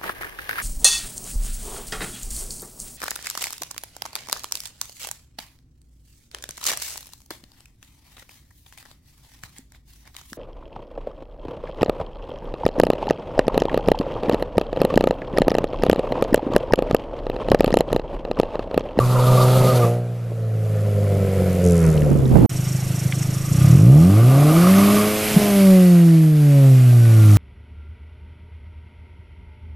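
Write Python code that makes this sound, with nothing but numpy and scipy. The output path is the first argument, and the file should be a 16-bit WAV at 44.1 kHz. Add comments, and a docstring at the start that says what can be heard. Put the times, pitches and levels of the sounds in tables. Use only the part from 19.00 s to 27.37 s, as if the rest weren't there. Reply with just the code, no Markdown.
"""A small four-cylinder car pulls away from the microphone on a country road, then coasts down in a gust.
After a short silence it stands near and faces us, idles, revs to its peak, pops once and falls back.
The exhaust note is a stack of engine orders shaped by the pipe, with decaying tones for pops and clicks.
Tyre squeals are shaky gliding tones and belt-driven parts whine with the crank.
Gas roar, intake howl, valve gear, tyre scrub, wind and countryside are shaped noises."""
import sys
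import numpy as np
from scipy import signal
from scipy.fft import rfft, irfft
from scipy.io import wavfile
from scipy.ndimage import uniform_filter1d, map_coordinates

SR = 44100
rng = np.random.default_rng(int(sys.argv[2]) if len(sys.argv) > 2 else 0)


def makeup_ratio(level_db):
    """Linear amplitude ratio for a level in decibels (20 dB per factor of ten)."""
    decades = np.asarray(level_db, float) / 20
    return 10 ** decades


def wav_record(signal):
    """Record a signal, one row per channel, as 16-bit PCM in the file named by sys.argv[1]."""
    frames = np.transpose(np.atleast_2d(signal))
    bounded = np.clip(frames, -1, 1)
    # unit amplitude maps onto the largest positive 16-bit level
    quanta = np.round(bounded * 32767).astype(np.int16)
    wavfile.write(sys.argv[1], SR, quanta)


N = 369116
CUT_START_S, CUT_END_S = 3.462, 3.494  # silence between the view from behind and the view from the front
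RESTART_TURNS = -.72  # shift of the crank, in firings, for the view from the front

# The engine driving away. Each row: time in seconds, firing rate in Hz, strength of the firings in dB
# ahead of the pipe, their brightness in dB per octave, gas roar in dB before a 2 dB cut.
DRIVE_AWAY = [(0, 123.1, -18.5, -0.5, -29), (.09, 124, -19, 0.2, -27.5), (.34, 125.6, -16, 2, -20),
              (.73, 126.3, -18.5, 3.5, -21), (.85, 116.6, -18, 3.5, -24.5), (.98, 120.3, -25.5, 3, -41),
              (1.17, 118.7, -30.5, -2.5, -42), (1.48, 111.2, -25, -2, -35), (1.84, 104.3, -21, -2, -29),
              (2.21, 97.7, -21.5, 1.5, -24.5), (2.63, 89.3, -20.5, -.5, -23), (2.655, 88.7, -13.5, 1, -28),
              (2.9, 79.26, -16.5, -1, -26.5), (3.04, 73.35, -16.5, -2, -21), (3.28, 65.08, -15, -3, -36),
              (3.46, 58.58, -21, -3, -40)]
# The standing engine being revved. Each row: the same five columns in the same units.
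STANDING_REV = [(3.5, 25.68, -27.5, 0.36, -35.5), (4.37, 26.04, -24.5, 0.36, -36.5),
                (4.45, 26.77, -28.5, -0.1, -41.0), (4.53, 28.3, -16.5, -1.1, -35),
                (4.68, 35.1, -5.1, -3, -26.5), (4.8, 50.33, -9.5, -0.4, -33.0), (4.99, 78, -5.5, -0.9, -27),
                (5.19, 110.7, -7, -1, -27), (5.3, 130.2, -11, 3.5, -24.0), (5.5, 154.7, -11, 6, -21),
                (5.72, 190.9, -2.5, -1.5, -23), (5.83, 200.4, 2, -2.5, -22),
                (5.96, 207.3, 3.0, -0.8, -23.5), (6.2, 213.4, -10, 4.3, -35.5),
                (6.32, 211.3, -6.5, 1.5, -26.0), (6.41, 208.5, -0.8, 2.5, -22.5),
                (6.69, 190.2, -1, 0.8, -41), (6.981, 172, -4.5, 0.5, -37), (7.38, 149.8, -10.5, -1.5, -43),
                (7.64, 135.6, -10, 3.5, -37), (7.81, 126.6, -10.5, -1.5, -38),
                (8.37, 101.6, -2.5, -6, -32.5)]
ENGINE = DRIVE_AWAY + STANDING_REV
# Hiss of the engine bay and of grit. 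Each row: frequency in Hz, relative density in dB per Hz.
HISS_SPECTRUM = [(2650, -10.5), (4500, -4.5), (6910, -4.5), (9400, -3.5), (11500, 1.5), (13600, -4.5),
                 (14200, -7.5)]
# Likeness of the two microphone channels. Each row: frequency in Hz, correlation from 0 to 1.
LIKENESS = [(30, 0.28), (100, 1), (1500, 1), (4600, 1), (9000, 0.89), (13800, 0.75)]


def unit(x):
    """Scaled to rms 1."""
    return x / np.sqrt(np.mean(x ** 2) + 1e-20)


def along(points, hz):
    """(Hz, value) points read on a log axis."""
    f, v = np.transpose(points)
    return np.interp(np.log(hz + 1), np.log(f + 1), v)


def curves(rows, step=1):
    """One value per step of samples for each column after the time."""
    s, *cols = np.transpose(rows)
    t = np.arange(0, N + step - 1, step) / SR
    return [np.interp(t, s, c) for c in cols]


def wobble(rate, count=1, step=1):
    """Smooth random curves, rate knots a second."""
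    at = np.arange(0, N + step - 1, step) * rate / SR
    knots = rng.standard_normal((count, int(at[-1]) + 4))
    return np.array([map_coordinates(row, [at], order=2) for row in knots])


def rush(spectrum, alike, patchy_db):
    """Stereo noise of rms 1 with patches of random gain in time and frequency."""
    hz, _, z = signal.stft(rng.standard_normal((2, N)), SR, nperseg=1024)
    patches = uniform_filter1d(rng.standard_normal(z.shape[1:]), 8, axis=0)
    patches = unit(uniform_filter1d(patches, 5, axis=1))
    z = z * makeup_ratio(along(spectrum, hz)[:, None] + patchy_db * patches)
    # the angle splits the noise between mid and side to give the wanted likeness
    turn = np.arccos(np.clip(along(alike, hz), -1, 1))[:, None] / 2
    mid_side = z * np.array([np.cos(turn), np.sin(turn)])
    mid, side = signal.istft(mid_side, nperseg=1024)[1][:, :N]
    return unit(np.array([mid + side, mid - side]))


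def heard_from(rear, front):
    """The first sound until the silence starts, the second from then on."""
    return np.where(np.arange(N) / SR > CUT_START_S, front, rear)


def wind():
    """Wind on two microphone ports, in lumps that differ between them, over the quiet countryside."""
    # Rumble on the microphone. Each row: time in seconds, level in dB.
    rumble_rows = [(0, -30), (.58, -33), (.9, -55), (2.2, -45), (2.4, -35), (3.4, -37.5), (3.5, -40),
                   (4.75, -38), (5.15, -47), (8, -46), (8.37, -48)]
    # Thumps of the gust. Each row: start in seconds, level in dB, left over right in dB.
    thump_rows = [(2.885, -16.5, -11), (3.028, -16, 4), (3.111, -14, -6), (3.155, -18, -10),
                  (3.189, -15, -7), (3.252, -18, -10), (3.313, -15, -7), (3.336, -9.5, 9),
                  (3.354, -5.5, -13), (3.381, -10.5, -11), (3.407, -11.5, -7), (3.44, -16, -3)]
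    # Low rumble. Each row: frequency in Hz, relative density in dB per Hz.
    rumble_spectrum = [(10, 1), (25, -2), (50, -32), (90, -8), (200, -40.5)]
    # Buffeting. Each row: frequency in Hz, relative density in dB per Hz.
    buffet_spectrum = [(15, -18), (50, -6), (130, 0), (300, -5), (600, -17), (1000, -28), (1600, -41),
                       (4000, -80)]
    # Quiet countryside. Each row: frequency in Hz, relative density in dB per Hz.
    country_spectrum = [(410, -31), (700, 1), (971, -5.5), (1360, -1), (1650, -8), (5120, -20),
                        (11900, -28), (14200, -31)]
    gust_s, gust_db, growth_db_per_s = 2.83, -29, 19
    rise_s, t60_s = .002, .07
    push_hz, push_db = 62.65, -1.5  # each thump also pushes the membranes

    t = np.arange(N) / SR
    rumble = makeup_ratio(curves(rumble_rows)[0]) * rush(rumble_spectrum, [(30, 0.22)], 3.0)
    growing = (t > gust_s) * makeup_ratio(gust_db + growth_db_per_s * (t - gust_s))
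    gust = heard_from(growing, 0) * makeup_ratio([[-3], [3]])
    push = 0
    for s, db, pan_db in thump_rows:
        age = np.clip(t - s, 0, 1)
        thump = makeup_ratio(db - 60 * age / t60_s) * (1 - np.exp(-age / rise_s))
        thump = thump * makeup_ratio([[pan_db / 2], [-pan_db / 2]])
        gust = gust + thump
        push = push + makeup_ratio(push_db) * thump * np.sin(2 * np.pi * push_hz * age)
    lumps = makeup_ratio(3 * wobble(35, count=2))
    buffet = gust * unit(lumps * rush(buffet_spectrum, [(30, .1)], 1.3))
    countryside = makeup_ratio(-50.5) * rush(country_spectrum, LIKENESS, 2.9)
    return rumble + buffet + push + countryside


def knocks():
    """Unburnt fuel thumps in the pipe as swelling tones; grit clicks in two partials with a faint bounce."""
    # Exhaust pops. Each row: start in seconds, peak of the swell in dB, pitch in Hz, decay time in seconds.
    pop_rows = [(1.318, -21, 462.5, 0.012), (2.421, -10, 300, 0.0056), (6.362, -2, 181.5, 0.062)]
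    # Small dry clicks. Each row: start in seconds, level in dB before a 7 dB lift, pitch in Hz.
    click_rows = [(2.976, -25, 2930), (3.02, -24.5, 1900), (3.2551, -30.5, 3740), (4.124, -14, 2205),
                  (4.2284, -26, 2007)]
    out, t = np.zeros(N + SR), np.arange(SR // 8) / SR
    for s, db, hz, decay_s in pop_rows:
        swell = (t / decay_s * 7) ** 2 * np.exp(2 - t / decay_s * 14)
        out[round(s * SR):][:len(t)] += makeup_ratio(db) * swell * np.sin(2 * np.pi * hz * t)
    for s, db, hz in click_rows:
        envelope = makeup_ratio(db + 7 - 60 * t / 0.006) * (1 - np.exp(-t / 0.00047))
        ring = envelope * (np.sin(2 * np.pi * hz * t) + 0.58 * np.sin(2 * np.pi * 1.45 * hz * t))
        bounce = 0.45 * np.roll(ring, 130)  # about 3 ms later
        out[round(s * SR):][:len(t)] += ring + bounce
    return out[:N]


def tyres():
    """Rubber sticks and slips at a shaky pitch and scrubs over the grit."""
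    # Tyre chirps. Each row: start in seconds, length in seconds, mid pitch in Hz, glide in Hz per second,
    # level in dB.
    chirp_rows = [(0, .06, 1150, -2500, -32), (.15, .04, 1020, -2000, -29), (.22, .23, 1205, -100, -28),
                  (.56, .16, 1235, -450, -29), (.8, .07, 1170, 0, -37)]
    # Scrubbing rubber. Each row: frequency in Hz, relative density in dB per Hz.
    scrub_spectrum = [(1800, -50), (2800, -2), (3600, 5), (4500, 4), (5500, -7), (8000, -42)]
    edge_s = 0.012  # fades lie outside each chirp's length
    peak_s, peak_db, rise_db_per_s, fall_db_per_s = 0.4, -36.5, 37, 12
    grip_s = 0.78  # the tyres grip and the scrubbing stops

    t = np.arange(N) / SR
    start, length, hz, glide, db = np.transpose(chirp_rows)[:, :, None]
    inside_s = np.minimum(t - start, start + length - t)
    slip = makeup_ratio(db) * np.clip(inside_s / edge_s + 1, 0, 1)
    turns = hz * np.cumsum(1 + 0.0207 * wobble(89.9)[0]) / SR
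    turns = turns + glide * (t - start - length / 2) ** 2 / 2
    squeal = np.sum(slip * np.sin(2 * np.pi * turns), axis=0)
    squeal = np.sqrt(2) * makeup_ratio(5 * wobble(50)[0]) * squeal

    scrub_db = peak_db - np.maximum(rise_db_per_s * (peak_s - t), fall_db_per_s * (t - peak_s))
    scrub_level = np.clip((grip_s - t) / edge_s + 1, 0, 1) * makeup_ratio(scrub_db + 3.4 * wobble(40.2))
    fizz = makeup_ratio(1.5) * rush(HISS_SPECTRUM, LIKENESS, 1.5)  # hiss of the grit
    return squeal + scrub_level * (rush(scrub_spectrum, LIKENESS, 1.8) + fizz)


def puffs(turns, sharp, shift, scatter_db):
    """A gate of rms 1 that opens once a firing, each time with a new strength."""
    strengths = makeup_ratio(scatter_db * rng.standard_normal(2000))
    strength = strengths[(turns + shift + .5).astype(int)]
    return unit(strength * np.exp(sharp * (np.cos(2 * np.pi * (turns + shift)) - 1)))


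def engine_noise():
    """Gas roar, intake howl, clatter, ticks and hiss, pulsing with the firings; whines tied to the crank."""
    # Engine-bay noise. Each row: time in seconds, clatter in dB, intake howl over it in dB before a 6.5 dB cut.
    bay_rows = [(0, -43, 17.5), (.35, -36.5, 14.5), (.66, -35.5, 10.5), (.85, -38, 12), (1.03, -59.5, 5),
                (1.46, -58, -5), (1.71, -51.5, 8.5), (2.46, -43.5, 7.5), (2.65, -43.5, 5), (2.85, -44, 12),
                (3.25, -51, 5), (3.37, -43, -7), (3.46, -46, -8), (3.5, -42, -5), (4.43, -42.5, -2.5),
                (4.67, -37.5, 3), (4.88, -43.5, 5.5), (5.0, -40.5, 6.5), (5.23, -38, 7),
                (5.66, -30.5, 10.5), (5.95, -29, 9), (6.13, -31, 4), (6.25, -28.5, -15), (6.64, -32.5, -5),
                (7.3, -43, -9), (7.57, -40, -9), (8.01, -41, -0.5), (8.37, -37, 2)]
    # Parts geared to the crank. Each row: firing rate in Hz, then peak levels in dB of
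    # alternator, belt drive and pump.
    whine_rows = [(60, -80, -80, -80), (100, -80, -80, -42), (113, -80, -76, -43), (120, -80, -68, -48),
                  (135, -78, -60, -58), (155, -70, -52, -72), (180, -54, -44, -80), (192, -41, -43, -80),
                  (207, -41, -43, -80), (213, -49, -42, -80)]
    # Valve ticks drown as the engine speeds up. Each row: firing rate in Hz, level over the clatter in dB
    # before they yield to the howl.
    tick_rows = [(26, 2.5), (60, -0.5), (105, -4.5), (120, -10), (140, -14), (155, -26), (210, -34)]
    # Gas roar from behind. Each row: frequency in Hz, relative density in dB per Hz.
    roar_rear = [(20, -42), (70, -19), (170, 0), (270, -31), (400, -8), (480, -12.5), (525, 5), (580, -13),
                 (680, -12), (800, -27), (2000, -84)]
    # Gas roar from the front. Each row: frequency in Hz, relative density in dB per Hz.
    roar_front = [(20, -42), (70, -19), (140, -4.5), (215, -11), (280, -8.5), (390, -15), (540, -16.5),
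                  (690, -9.5), (810, -18.5), (1000, -29), (2000, -62)]
    # Intake howl from behind. Each row: frequency in Hz, relative density in dB per Hz.
    howl_rear = [(600, -35), (900, -2.5), (1060, -7.5), (1220, -2), (1400, -7.5), (1550, -21), (2200, -70)]
    # Intake howl far down the road. Each row: frequency in Hz, relative density in dB per Hz.
    howl_far = [(700, -60), (950, -2), (1150, -6.5), (1350, 0.5), (1550, -9), (2000, -7.5), (2500, -12.5),
                (3300, -39)]
    # Intake howl from the front. Each row: frequency in Hz, relative density in dB per Hz.
    howl_front = [(600, -70), (950, -20), (1080, -7), (1150, -4), (1215, 0), (1280, -9), (1340, -15),
                  (1460, -11), (1550, -24), (2200, -70)]
    # Engine clatter. Each row: frequency in Hz, relative density in dB per Hz.
    clatter_spectrum = [(1100, -7), (1500, -2), (1750, -4.5), (2040, -1), (2170, -1.5), (2310, -1.5),
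                        (2440, -2.5), (2570, -2), (2900, -3.5), (3800, -9), (5000, -11), (7000, -35)]
    # Tailpipe chatter. Each row: frequency in Hz, relative density in dB per Hz.
    chatter_spectrum = [(2940, -39), (5000, -6), (5780, -0.5), (7390, 1), (9060, -6), (9840, 2),
                        (13500, -27)]
    # Valve ticks. Each row: frequency in Hz, relative density in dB per Hz.
    tick_spectrum = [(3500, -50), (5000, -18), (5400, -4), (5650, 0), (5950, -5), (6300, -8), (6800, -5),
                     (7300, -8), (7800, -5), (8600, -8), (9200, -7), (9900, -20), (13000, -60)]
    far_s = 1.1  # from here on the departing intake is heard from afar
    rattle_s, rattle_db, rattle_t60_s = 2.64, -34, 1.2  # the tailpipe rattles up and dies away

    t = np.arange(N) / SR
    firing, *_, roar_db = curves(ENGINE)
    turns = np.cumsum(firing) / SR + heard_from(0, RESTART_TURNS) + 1
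    clatter_db, howl_db = curves(bay_rows)

    gas = heard_from(rush(roar_rear, LIKENESS, .8), rush(roar_front, LIKENESS, .8))
    roar = makeup_ratio(roar_db - 2) * puffs(turns, 30 / firing, .17, 1.5) * gas

    leaving = np.where(t < far_s, rush(howl_rear, LIKENESS, 1.8), rush(howl_far, LIKENESS, 1.1))
    intake = heard_from(leaving, rush(howl_front, LIKENESS, 0.91))
    howl = makeup_ratio(clatter_db + howl_db - 6.5) * puffs(turns, 0.065, 0.127, 2.2) * intake

    clatter = makeup_ratio(clatter_db) * puffs(turns, 0.11, 0.23, 0.9) * rush(clatter_spectrum, LIKENESS, 1.12)

    # tailpipe chatter from behind, valve ticks from the front
    metal = heard_from(rush(chatter_spectrum, LIKENESS, 2.6), rush(tick_spectrum, LIKENESS, 0.49))
    chatter_level = makeup_ratio(clatter_db - 4)
    chatter_level += (t > rattle_s) * makeup_ratio(rattle_db - 60 * np.abs(t - rattle_s) / rattle_t60_s)
    yield_db = 0.66 * np.clip(howl_db, 0, None)  # the ticks sink under a strong howl
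    tick_level = makeup_ratio(clatter_db + along(tick_rows, firing) - yield_db)
    tick_gate = puffs(turns, sharp=heard_from(2.2, .55), shift=.78, scatter_db=1.8)
    ticks = heard_from(chatter_level, tick_level) * tick_gate * metal

    hiss_level = makeup_ratio(clatter_db + heard_from(0, 2.5))
    hiss = hiss_level * puffs(turns, 0.17, 0.63, 0.34) * rush(HISS_SPECTRUM, LIKENESS, 1.34)

    speeds_hz, *parts_db = np.transpose(whine_rows)
    whine_db = np.array([np.interp(firing, speeds_hz, db) for db in parts_db])
    ratios = [66.1, 11, 12.9]  # cycles per firing of alternator, belt drive and pump
    whine = makeup_ratio(whine_db + 2.5 * wobble(30, count=3)) * np.sin(2 * np.pi * np.outer(ratios, turns))

    right_leaning = (ticks + hiss) * makeup_ratio([[-.8], [.8]])
    return roar + howl + clatter + right_leaning + heard_from(0, whine.sum(axis=0))


def exhaust():
    """Orders of the firing rate; unlike cylinders add half and quarter orders; every order wavers a little."""
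    # The pipe from behind. Each row: frequency in Hz, gain in dB.
    pipe_rear = [(10, -40), (50, -23), (75, -10.5), (100, 1.5), (125, 2), (160, 1.5), (190, -4.5),
                 (220, -18), (260, -16), (320, -21), (380, -13), (440, -10.5), (510, -15), (580, -20.5),
                 (650, -18.5), (760, -24), (950, -39), (1500, -38)]
    # The pipe from the front. Each row: frequency in Hz, gain in dB.
    pipe_front = [(10, -40), (25, -30), (50, -26), (80, -17.5), (100, -7), (130, 1.5), (150, -3),
                  (170, -4.5), (190, -8), (205, -18), (225, -22), (275, -19), (320, -15), (360, -22.5),
                  (410, -28.5), (450, -24), (490, -33), (560, -22.5), (620, -32.5), (700, -37),
                  (850, -45.5), (1100, -45), (1600, -57)]
    # One firing from behind. Each row: order of the firing rate, level in dB.
    pulse_rear = [(1, 0.5), (2, -0.5), (3, -2.5), (4, -1.5), (5, 1.5), (6, 1), (8, -10), (30, -11)]
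    # One firing from the front. Each row: order of the firing rate, level in dB.
    pulse_front = [(1, 0), (2, 1.5), (3, 0.5), (4, 0), (5, -0.5), (7, -3), (12, -6), (30, -6)]
    step = 12  # the note is computed at every 12th sample
    start_turns = 0.1684
    usual_db = -13.5  # in-between orders stand out as the note drops under this level
    even_out_hz_per_s = 37  # slowing of the firing rate at which the cylinders are most even

    firing, blast_db, bright_db, _ = curves(ENGINE, step)
    front = np.arange(len(firing)) * step / SR > CUT_START_S
    turns = start_turns + np.cumsum(firing) * step / SR + front * RESTART_TURNS
    order = np.arange(2, 4 * 30)[:, None] / 4
    hz = order * firing

    pipe_db = np.where(front, along(pipe_front, hz), along(pipe_rear, hz))
    pulse_db = np.where(front, along(pulse_front, order), along(pulse_rear, order))
    level_db = blast_db + bright_db * np.log2(order) + pipe_db + pulse_db
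    top_db = np.max(level_db[2::4], axis=0)  # the loudest whole order
    level_db = np.minimum(level_db, top_db)

    # unlike cylinders differ more in their upper orders
    uneven_db = -15 + 2.5 * np.log2(np.clip(order / 2, .3, 2))
    uneven_db = uneven_db + 0.76 * (usual_db - top_db) * np.clip(firing / 100, 0, 1)
    uneven_db += -8.5 * np.clip(1 - firing / 100, 0, 1)  # they fade toward standstill
    slowing = uniform_filter1d(-np.gradient(firing) * SR / step, size=300) / even_out_hz_per_s
    uneven_db += -5 * np.clip(slowing, 0, 1)
    lope_db = -6 - 5 * np.log2(firing / 26)  # the four cylinders differ most at idle
    level_db += np.where(order % 1 == 0, 0, uneven_db)
    level_db += np.where(order % .5 == 0, 0, lope_db)

    shake = np.sqrt(order) / 15  # higher orders feel the scatter of the firings more
    size = makeup_ratio(level_db) * (hz < 1600) * np.exp(shake * wobble(9, count=len(order), step=step))
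    # silencer chambers scatter the high orders
    smear = np.clip(np.maximum(hz / 240 - 1, order - 7), 0, 1) * rng.uniform(-np.pi, np.pi, order.shape)
    lag = np.where(front, 2.5, .7) * np.log(order)
    phase = 2 * np.pi * order * turns - lag + smear
    phase += shake * wobble(5.7, count=len(order), step=step)
    note = -np.sqrt(2) * np.sum(size * np.cos(phase), axis=0)
    note *= makeup_ratio(35 / firing * wobble(26, step=step)[0])  # idle firings burn unevenly
    return signal.resample_poly(note, step, 1)[:N]


def scene():
    """The car stands a little to the right of the middle, in the wind."""
    background = wind()
    car = knocks() + tyres() + exhaust()
    return background + engine_noise() * makeup_ratio([[-.2], [.2]]) + car * makeup_ratio([[-.25], [.25]])


def roll_off(x):
    """The treble ends steeply here."""
    return signal.sosfilt(signal.butter(12, 14360, fs=SR, output="sos"), x)


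def record(dry):
    """Soft clipping, the silent cut with 1 ms fades, and the band limit."""
    t = np.arange(N) / SR
    on = np.clip(np.maximum(CUT_START_S - t, t - CUT_END_S) / .001, 0, 1)
    clipped = dry / (1 + np.abs(dry / .99) ** 8) ** (1 / 8)
    spectrum = rfft(on * clipped)
    mix = irfft(spectrum * (np.fft.rfftfreq(N, 1 / SR) < 14350), N)
    return roll_off(mix)


dry = scene()
out = record(dry)
wav_record(out)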